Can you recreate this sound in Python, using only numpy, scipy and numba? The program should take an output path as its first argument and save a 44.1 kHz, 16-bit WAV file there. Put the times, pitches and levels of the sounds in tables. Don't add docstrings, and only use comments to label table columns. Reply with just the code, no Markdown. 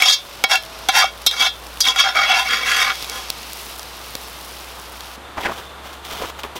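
import sys
import numpy as np
from scipy import signal
from scipy.fft import rfft, irfft, next_fast_len
from scipy.io import wavfile
from scipy.ndimage import uniform_filter1d
from numba import njit

SR = 44100
rng = np.random.default_rng(int(sys.argv[2]) if len(sys.argv) > 2 else 0)


def put_to_file(sound):
    columns = np.atleast_2d(sound).T
    safe = np.clip(columns, -1, 1)
    whole_steps = np.round(safe * 32767)
    wavfile.write(sys.argv[1], SR, whole_steps.astype(np.int16))


N = 290605
GRID_HZ = 2000
SWELL_DB = 25

# start_s, relative level_db, pitch_hz (favoured), place (of contact, 0-1), thud_db
KNOCKS = [(0.022, 3.5, 2367, 0.43, -53), (0.439, 3.5, 2050, 0.3, -41), (0.556, -7.5, 2680, 0.26, -53),
          (0.887, -6.5, 3500, 0.7, -18.5), (1.042, -10.5, 764, 0.26, -45), (1.264, 1, 3900, 0.05, -19),
          (1.312, -10, 3650, 0.23, -49), (1.48, -26, 3230, 0.4, -59), (1.8055, -9, 5350, 0.5, -48),
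          (1.885, -8, 3370, 0.27, -43), (1.961, -13, 1355, 0.59, -40), (2, -4, 3150, 0.36, -70),
          (2.156, -15.5, 790, 0, -48), (2.17, -13, 2300, 0.3, -59), (2.909, -21, 1240, 0.99, -45)]
# top_s (when the level reaches its
# top), rise_s, hold_s, fall_s, level_db, pitch_hz (favoured), place (of contact, 0-1), #
# brightness_db_per_octave, then ring_db, rasp_db and scuff_db against the level, lift_db (at the favoured
SCRAPES = [ (0.027, 0.079, 0.011, 0.022, -8, 2380, 0.51, 0.5, -32.5, -17, -31, 4),
           (0.057, 0.059, 0.018, 0.081, -6, 2900, 0.044, 2, -30, -15, -43, 3),
           (0.103, 0.074, 0.031, 0.035, -13.5, 4600, 0.44, 7, -30.5, -8.5, -55, 8),
           (0.44, 0.0025, 0, 0.01, 2.5, 2020, .3, -4, -32.5, -37, -17, 3),
           (0.511, 0.034, 0.039, 0.04, -7.5, 1820, 0.26, -1.5, -29.5, -15, -40, 2.5),
           (0.887, 0.0011, 0.0032, 0.017, -0.5, 2120, 0.28, -1.5, -29, -13, -50, -0.5),
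           (0.968, 0.062, 0.023, 0.071, -2.5, 1970, 0.25, -1.5, -31.5, -14, -49, 4.5),
           (1.031, 0.08, 0.0034, 0.044, -9, 1100, 0.33, 0, -31, -28, -40, 8),
           (1.266, 0.0037, 0, 0.029, -12, 3630, 0.82, 4, -31, 5.5, -43, 15.5),
           (1.328, 0.038, 0, 0.18, -15.5, 3670, 0.73, 0.5, -32.5, -17, -21, -4),
           (1.419, 0.082, .045, 0.035, -7.5, 3260, 0.27, -0.2, -32, -17.5, -28, 3.5),
           (1.805, .0015, 0, 0.036, -11.5, 5130, .59, 7.5, -34.5, 2.5, -24, 19),
           (1.848, 0.026, 0.042, 0.082, -16.5, 3270, 0.375, 1, -30.5, -10.5, -40, 17),
           (1.885, 0.055, 0.012, 0.042, -6, 3240, .45, 1, -31.5, -27, -23.5, -2.5),
           (1.959, 0.0025, 0.0051, 0.042, -14, 1500, 0.215, 0.5, -31, -22, -40, -11),
           (2.002, .05, 0.0079, 0.066, -4.5, 3100, 0.39, 0.5, -31.5, -20, -47, 1.5),
           (2.068, 0.16, 0.016, 0.071, -9.5, 1410, 0.26, -3, -32.5, -29, -30.5, 4),
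           (2.161, 0.027, 0.033, 0.13, -9.5, 1486, .3, -3.5, -31.5, -26, -26, 4.5),
           (2.226, 0.045, 0.014, 0.078, -18, 2200, 0.33, -1, -33, -30, -39, 16),
           (2.31, 0.1, 0.0098, 0.16, -6, 2780, 0.28, -3, -33, -24, -31, 6.5),
           (2.377, 0.25, 0.028, 0.1, -11, 2050, 0.24, -2.5, -33.5, -18.5, -38, 1.5),
           (2.517, 0.11, 0.0063, 0.2, -11, 1900, 0.14, -0.7, -33, -21, -20.5, 7.5),
           (2.622, .1, 0.023, 0.11, -24.5, 1750, .3, -0.5, -32, -27, -14, 6),
           (2.69, .08, 0.098, 0.11, -11, 1870, 0.15, -0.2, -34.5, -16, -24.5, 10),
           (2.803, 0.067, 0.035, 0.12, -13, 1570, 0.2, 0.5, -32, -15, -32, 8),
           (2.88, .2, 0.039, 0.021, -21, 1290, 0.24, -3, -35.5, -37, -17, 21.5),
           (3.164, 0.19, .005, 0.14, -25.5, 1300, .23, -2.5, -34, -9, -17, 6), ]


def gain_of(db):
    return 10 ** (np.asarray(db) / 20)


def evened(x):
    return x / np.sqrt(np.mean(x ** 2) + 1e-20)


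def played(tables, column, rest):
    rows = []
    for table in tables:
        edge = [] if rest is None else [rest]
        rows += [(table[0][0] - 0.004, value) for value in edge]
        rows += [(row[0], row[column]) for row in table]
        rows += [(table[-1][0] + 0.0024, value) for value in edge]
    s, value = np.transpose(sorted(rows))
    return np.interp(np.arange(N) / SR, s, value)


def coloured(x, spectrum):
    f, db = np.transpose(spectrum)
    size = next_fast_len(N)
    hz = np.fft.rfftfreq(size, 1 / SR)
    response = gain_of(np.interp(np.log(hz + 1), np.log(f), db, left=-90))
    return evened(irfft(rfft(x, size) * response)[:N])


def grit(per_s, spread_db):
    size = gain_of(spread_db * np.minimum(rng.exponential(1, N), 5))
    sign = rng.choice([-1., 1.], N)
    return evened(size * sign * (rng.random(N) < per_s / SR))


def flutter(per_s, depth_db):
    span = max(round(SR / per_s), 2)
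    smooth = uniform_filter1d(uniform_filter1d(rng.standard_normal(N), span), span)
    return gain_of(depth_db * evened(smooth))


def resonate(x, hz, width):
    turn = np.exp(2j * np.pi * np.cumsum(hz * np.ones(len(x))) / SR)
    r = np.exp(-np.pi * width / SR)
    return 2 * (turn * signal.lfilter([1 - r], [1, -r], x / turn)).real


def burst(events, decay_s, width_share, flat_db):
    out, t = np.zeros(N + 2000), np.arange(1500) / SR
    for (s, db, hz), noise in zip(events, rng.standard_normal((len(events), 1500))):
        puff = noise * np.exp(-t / decay_s)
        rung = resonate(puff, hz, width_share * hz)
        sound = rung / abs(rung).max() + gain_of(flat_db) * puff / abs(puff).max()
        out[round(s * SR):][:1500] += gain_of(db) * sound
    return out[:N]


@njit
def ring(drive, hz, width, sr):
    out, state, turn = np.zeros(len(drive)), 0j, np.exp(2j * np.pi * hz / sr)
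    for n in range(len(drive)):
        state = state * turn * (1 - np.pi * width[n] / sr) + drive[n]
        out[n] = state.imag
    return out


def favour(hz, centre_hz, octaves, db):
    return gain_of(db * np.exp(-(np.log2(hz / centre_hz) / octaves) ** 2))


def swells(rows):
    t = np.arange(0, N / SR, 1 / GRID_HZ)
    s, rise, hold, fall = np.transpose([row[:4] for row in rows])[:, :, None]
    before, after = np.maximum(s - t, 0), np.maximum(t - s - hold, 0)
    return -SWELL_DB * (before / rise + after / fall)


def fine(x):
    return np.interp(np.arange(N) / SR, np.arange(len(x)) / GRID_HZ, x)


def summed_db(shape_db, top_db):
    power = (gain_of(shape_db + np.c_[top_db]) ** 2).sum(0)
    return fine(10 * np.log10(power + 1e-10))


def leading(shape_db, top_db, value):
    db = shape_db + np.c_[top_db]
    share = gain_of(db - db.max(0)) ** 2
    return fine((share * np.c_[value]).sum(0) / share.sum(0))


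def sizzle():
    # start_s, crackle_db, seethe_db
    levels = [(0, -43, -41.5), (.75, -49.5, -40.5), (1.7, -45.5, -44.5), (2.2, -38.5, -38), (3.0, -41, -33),
              (3.3, -46.5, -37), (3.6, -37, -38), (3.9, -44, -41.5), (4.07, -42, -39.5), (4.4, -41.5, -41),
              (4.9, -45, -43), (5.16, -44, -40.5)]
    # frequency_hz, relative level_db per Hz
    fizz = [(1060, -43), (1800, -44), (1910, -1.5), (2730, 2), (5500, 1), (7300, -10), (9000, -11),
            (14000, -13), (16500, -43)]
    seethe = rng.standard_normal(N) * flutter(40, 1.4) + 0.4 * grit(1500, 7.0)
    crackle = rng.standard_normal(N) + 1.4 * grit(2100, 4.8) + 0.7 * grit(80, 6.5)
    crackle = coloured(crackle, [(3000, 3), (7500, 0.5), (11000, 4), (16500, 0.5)])
    out = gain_of(played([levels], column=2, rest=-90)) * coloured(seethe, fizz)
    return out + gain_of(played([levels], column=1, rest=-90)) * crackle


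def wash():
    # frequency_hz, relative level_db per Hz
    air = [(15, -63), (25, -20), (65, -12), (245, -12.5), (470, -8.5), (600, -9.5), (706, -7), (1220, -7),
           (2150, -16), (3600, -16), (5130, -26), (14400, -33), (16500, -50)]
    return gain_of(-38) * coloured(rng.standard_normal(N), air) * flutter(45, 0.3)


def engine():
    # start_s, pitch_hz, level_db (rms)
    drone = [
        [(0.0, 57.6, -62), (0.2, 57.4, -50), (1.02, 57.2, -44), (2.3, 58, -46), (2.45, 59.5, -45),
         (3.24, 59.5, -45), (5.17, 61.5, -47)],
        [(5.2, 67.4, -48), (6.49, 68.3, -43.5), (6.59, 73, -51)],
    ]
    turns = np.cumsum(played(drone, column=1, rest=None)) / SR
    level = np.sqrt(2) * gain_of(played(drone, column=2, rest=None))
    return level * np.sin(2 * np.pi * turns) * flutter(1.5, 1.0)


def pot_modes(slips, shape, level_db):
    mode_hz = [571, 651, 772, 1031, 1240, 1410, 1706, 1860, 2253, 2643, 2715, 3238, 3325, 3549, 3685, 3802,
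               3887, 4083, 4655, 4737, 5030, 5351, 5748, 6090, 6350, 6820]
    # width_hz (before the damping factor), relative level_db
    iron = [(0.79, -30), (1.18, -33.5), (20.4, -1.5), (9.7, -7), (39, 1.5), (17.2, -2.5), (10, -9.5),
            (11.9, -14), (17.4, 2), (7, -18.5), (14.2, -4.5), (8.7, -2), (10.5, -0.5), (6, -9.5),
            (22.9, -2.5), (8.7, -11), (12, -26), (8.2, -9), (14, -5.5), (13, -6), (19, -9.5), (13.3, -4.5),
            (16, -11), (27, -5.5), (32, -8), (40, -7)]
    block = 64
    end = block * 2480
    light_tilt = 0.05
    press, lift_off_db = 0.85, -34.5
    top_db, *colour, _, _, lift = np.transpose(SCRAPES)[4:]
    centre, place, bright, ring_db, lift_db, touch_db = (
        leading(shape, top_db, v)[:end] for v in (*colour, lift, top_db))
    tilt = bright + light_tilt * np.clip(touch_db - level_db[:end], 0, SWELL_DB)
    damping = 1.5 + press * np.clip((level_db[:end] - lift_off_db) / 10, 0, 1)
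    s, knock_db, knock_hz, knock_place, _ = np.transpose(KNOCKS)
    at, out = np.round(s * SR).astype(int), np.zeros(N)
    for k, (hz, (width, db)) in enumerate(zip(mode_hz, iron)):
        reach = 0.22 + abs(np.cos(np.pi * (k + 2) * place[::block]))
        weight = reach * favour(hz, centre[::block], 0.45, db=lift_db[::block])
        weight = weight * gain_of(ring_db[::block] + tilt[::block] * np.log2(hz / 2500))
        drive = slips[:end] * np.repeat(weight, block)
        knock = gain_of(knock_db - 17) * favour(hz, knock_hz, 0.13, db=24.5)
        drive[at] += knock * np.cos(np.pi * (k + 2) * knock_place)
        out[:end] += (-1) ** k * gain_of(db) * ring(drive, float(hz), width * damping, SR)
    grind = slips * 1.
    grind[:end] += gain_of(lift_db + 15) * resonate(slips[:end], centre, 650)
    return out + grinding(grind, slips)


def grinding(grind, slips):
    # frequency_hz, relative level_db per Hz
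    dull = [(640, -50), (780, -6), (1400, 13), (3500, 21), (6500, 16), (8000, -76)]
    return gain_of(-9.5) * coloured(grind, dull) * np.sqrt(np.mean(slips ** 2))


def rasping(rough, shape):
    # frequency_hz, width_hz, relative level_db
    resonances = [(7550, 90, -2), (8010, 61, 6.5), (8930, 120, 2.5), (9600, 45, -4), (11160, 38, -21),
                  (11800, 160, 6.5), (13300, 110, 17)]
    # frequency_hz, relative level_db per Hz
    treble = [(5500, 17), (7000, -1.5), (8400, -12), (10500, 5), (13500, -25), (16500, -1.5)]
    steepness = 0.98
    rows = np.transpose(SCRAPES)
    rasp = rough * flutter(120, 0.77)
    resonant = sum(gain_of(db) * evened(resonate(rasp, hz, width)) for hz, width, db in resonances)
    rasp = gain_of(-3) * rasp + resonant
    return coloured(rasp, treble) * gain_of(summed_db(steepness * shape, rows[4] + rows[9]))


def spoon():
    rough = grit(3500, 3.68) * flutter(80, 0.99)
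    shape, rows = swells(SCRAPES), np.transpose(SCRAPES)
    level_db = summed_db(shape, rows[4])
    slips = rough * gain_of(level_db)
    out = pot_modes(slips, shape, level_db) + rasping(rough, shape)
    out += gain_of(3) * burst([row[:3] for row in KNOCKS], 0.0024, 1.0, flat_db=-69.5)
    out = signal.lfilter(*signal.butter(4, 560, "high", fs=SR), out)
    scuff = coloured(rough, [(120, -34), (240, 1.5), (340, -14), (500, 7.5), (700, -24.5)])
    scuff *= gain_of(summed_db(shape, rows[4] + rows[10]))
    thuds = burst([(row[0], row[4], 300) for row in KNOCKS], 0.0039, 0.42, flat_db=-30)
    return out + scuff + thuds


def spits():
    # start_s, level_db (of the resonant part's peak), centre_hz, plop_db
    drops = [(0.6356, -22.5, 3260, -60), (0.7894, -27, 3500, -71), (1.1763, -29, 3600, -41),
             (1.6677, -28.5, 5710, -30), (1.7729, -24, 3310, -37), (3.0255, -15.5, 4750, -27),
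             (3.045, -18, 3120, -52), (3.0974, -14, 5440, -31), (3.302, -6.5, 4800, -55),
             (3.43, -27, 5880, -40), (3.701, -31, 3430, -41), (3.761, -26, 3680, -38),
             (3.7946, -20.5, 5290, -45), (3.8302, -24, 5710, -52), (4.153, -12, 3000, -19.5),
             (4.2124, -32, 5660, -44), (4.4109, -35, 3060, -53), (4.798, -30, 5630, -45),
             (5.007, -21.5, 3800, -49)]
    plops = burst([(s, plop_db, 280) for s, _, _, plop_db in drops], 0.0027, 0.96, flat_db=-30)
    return plops + burst([row[:3] for row in drops], 0.0013, 0.24, flat_db=-1.5)


def feet():
    # top_s (when the swell reaches its top), rise_s, hold_s, fall_s, crunch_db,
    # centre_hz (crunch), rustle_db
    steps = [(5.38, 0.025, 0.012, 0.12, -30.5, 920, -50), (5.41, 0.024, .005, .05, -22, 980, -36),
             (5.437, 0.026, 0.0024, 0.024, -14, 2320, -34), (5.454, 0.031, 0.016, 0.043, -14, 1470, -39),
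             (5.49, 0.087, 0, 0.091, -20, 814, -45), (5.569, 0.14, 0.011, 0.11, -32, 1000, -35.5),
             (5.848, 0.021, 0.018, 0.084, -41, 1150, -38), (5.93, 0.0067, 0.0029, 0.042, -83, 880, -36.5),
             (6.049, 0.0091, 0.25, 0.018, -42, 1000, -37), (6.112, 0.07, 0.025, 0.1, -28.5, 980, -35.5),
             (6.218, 0.044, 0.01, 0.094, -28.5, 710, -34.5), (6.394, .025, 0, 0.028, -29.5, 1260, -34),
             (6.44, 0.014, 0.015, 0.025, -27.5, 930, -39), (6.561, 0.007, 0, 0.049, -31, 560, -29)]
    # start_s, level_db (of the resonant part's peak), centre_hz
    snaps = [(5.178, -31, 298), (5.372, -23, 980), (5.519, -20, 966), (5.553, -44, 1010),
             (5.843, -28, 1100), (5.93, -43, 1080), (5.998, -32, 593), (6.053, -34, 1420),
             (6.221, -14.5, 523), (6.254, -25, 1100), (6.3, -24, 1180), (6.392, -41, 1140),
             (6.434, -16, 2600), (6.449, -42, 869), (6.556, -22, 363)]
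    leaf_steepness, rustle_hz = 0.64, 3240
    start = round(5.3 * SR)
    grains = (grit(2500, 1.9) * flutter(49, 3.9))[start:]
    shape, (top_db, top_hz, leaf_db) = swells(steps), np.transpose(steps)[4:]
    crunch_db = summed_db(shape, top_db)[start:]
    centre = leading(shape, top_db, top_hz)[start:]
    rustle_db = summed_db(leaf_steepness * shape, leaf_db)[start:]
    low = evened(resonate(resonate(grains, 980, 630), 380, 400))
    body = evened(resonate(resonate(grains, centre, 1460), centre, 1400))
    crunch = evened(body + 0.59 * low)
    leaves = grit(4000, 2.9) * flutter(69, 1.5)
    papery = coloured(leaves, [(2000, -4), (5500, -5.5), (8000, -13.5), (16000, -14.0)])[start:]
    dry_leaf = evened(resonate(resonate(leaves[start:], rustle_hz, 1300), rustle_hz, 1300))
    rustle = evened(dry_leaf + 2.1 * papery)
    out = burst(snaps, 0.0038, 0.21, flat_db=-28)
    out[start:] += crunch * gain_of(crunch_db) + rustle * gain_of(rustle_db)
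    return out


def insect():
    chirps = [(5.24, .03, .3, 0.046, -53), (5.623, .03, .005, 0.55, -45)]
    tone = evened(resonate(rng.standard_normal(N), 3555, 25))
    return tone * gain_of(summed_db(swells(chirps), np.transpose(chirps)[4]))


def scene():
    return (sizzle() + wash() + engine() + spoon() + spits() + feet() + insect())[None]


def record(dry):
    power_db = 10 * np.log10(abs(uniform_filter1d(dry[0] ** 2, 400)) + 1e-12)
    fall = np.arange(N) * 60. / SR
    held_db = np.maximum.accumulate(power_db + fall) - fall
    over_db = np.maximum(held_db + 21, 0)
    ducked = np.tanh(dry / gain_of(0.26 * uniform_filter1d(over_db, 200)))
    low_pass = signal.firwin(255, 15900, window=("kaiser", 5), fs=SR)
    return signal.oaconvolve(ducked, low_pass[None], "same")


dry = scene()
out = record(dry)
put_to_file(out)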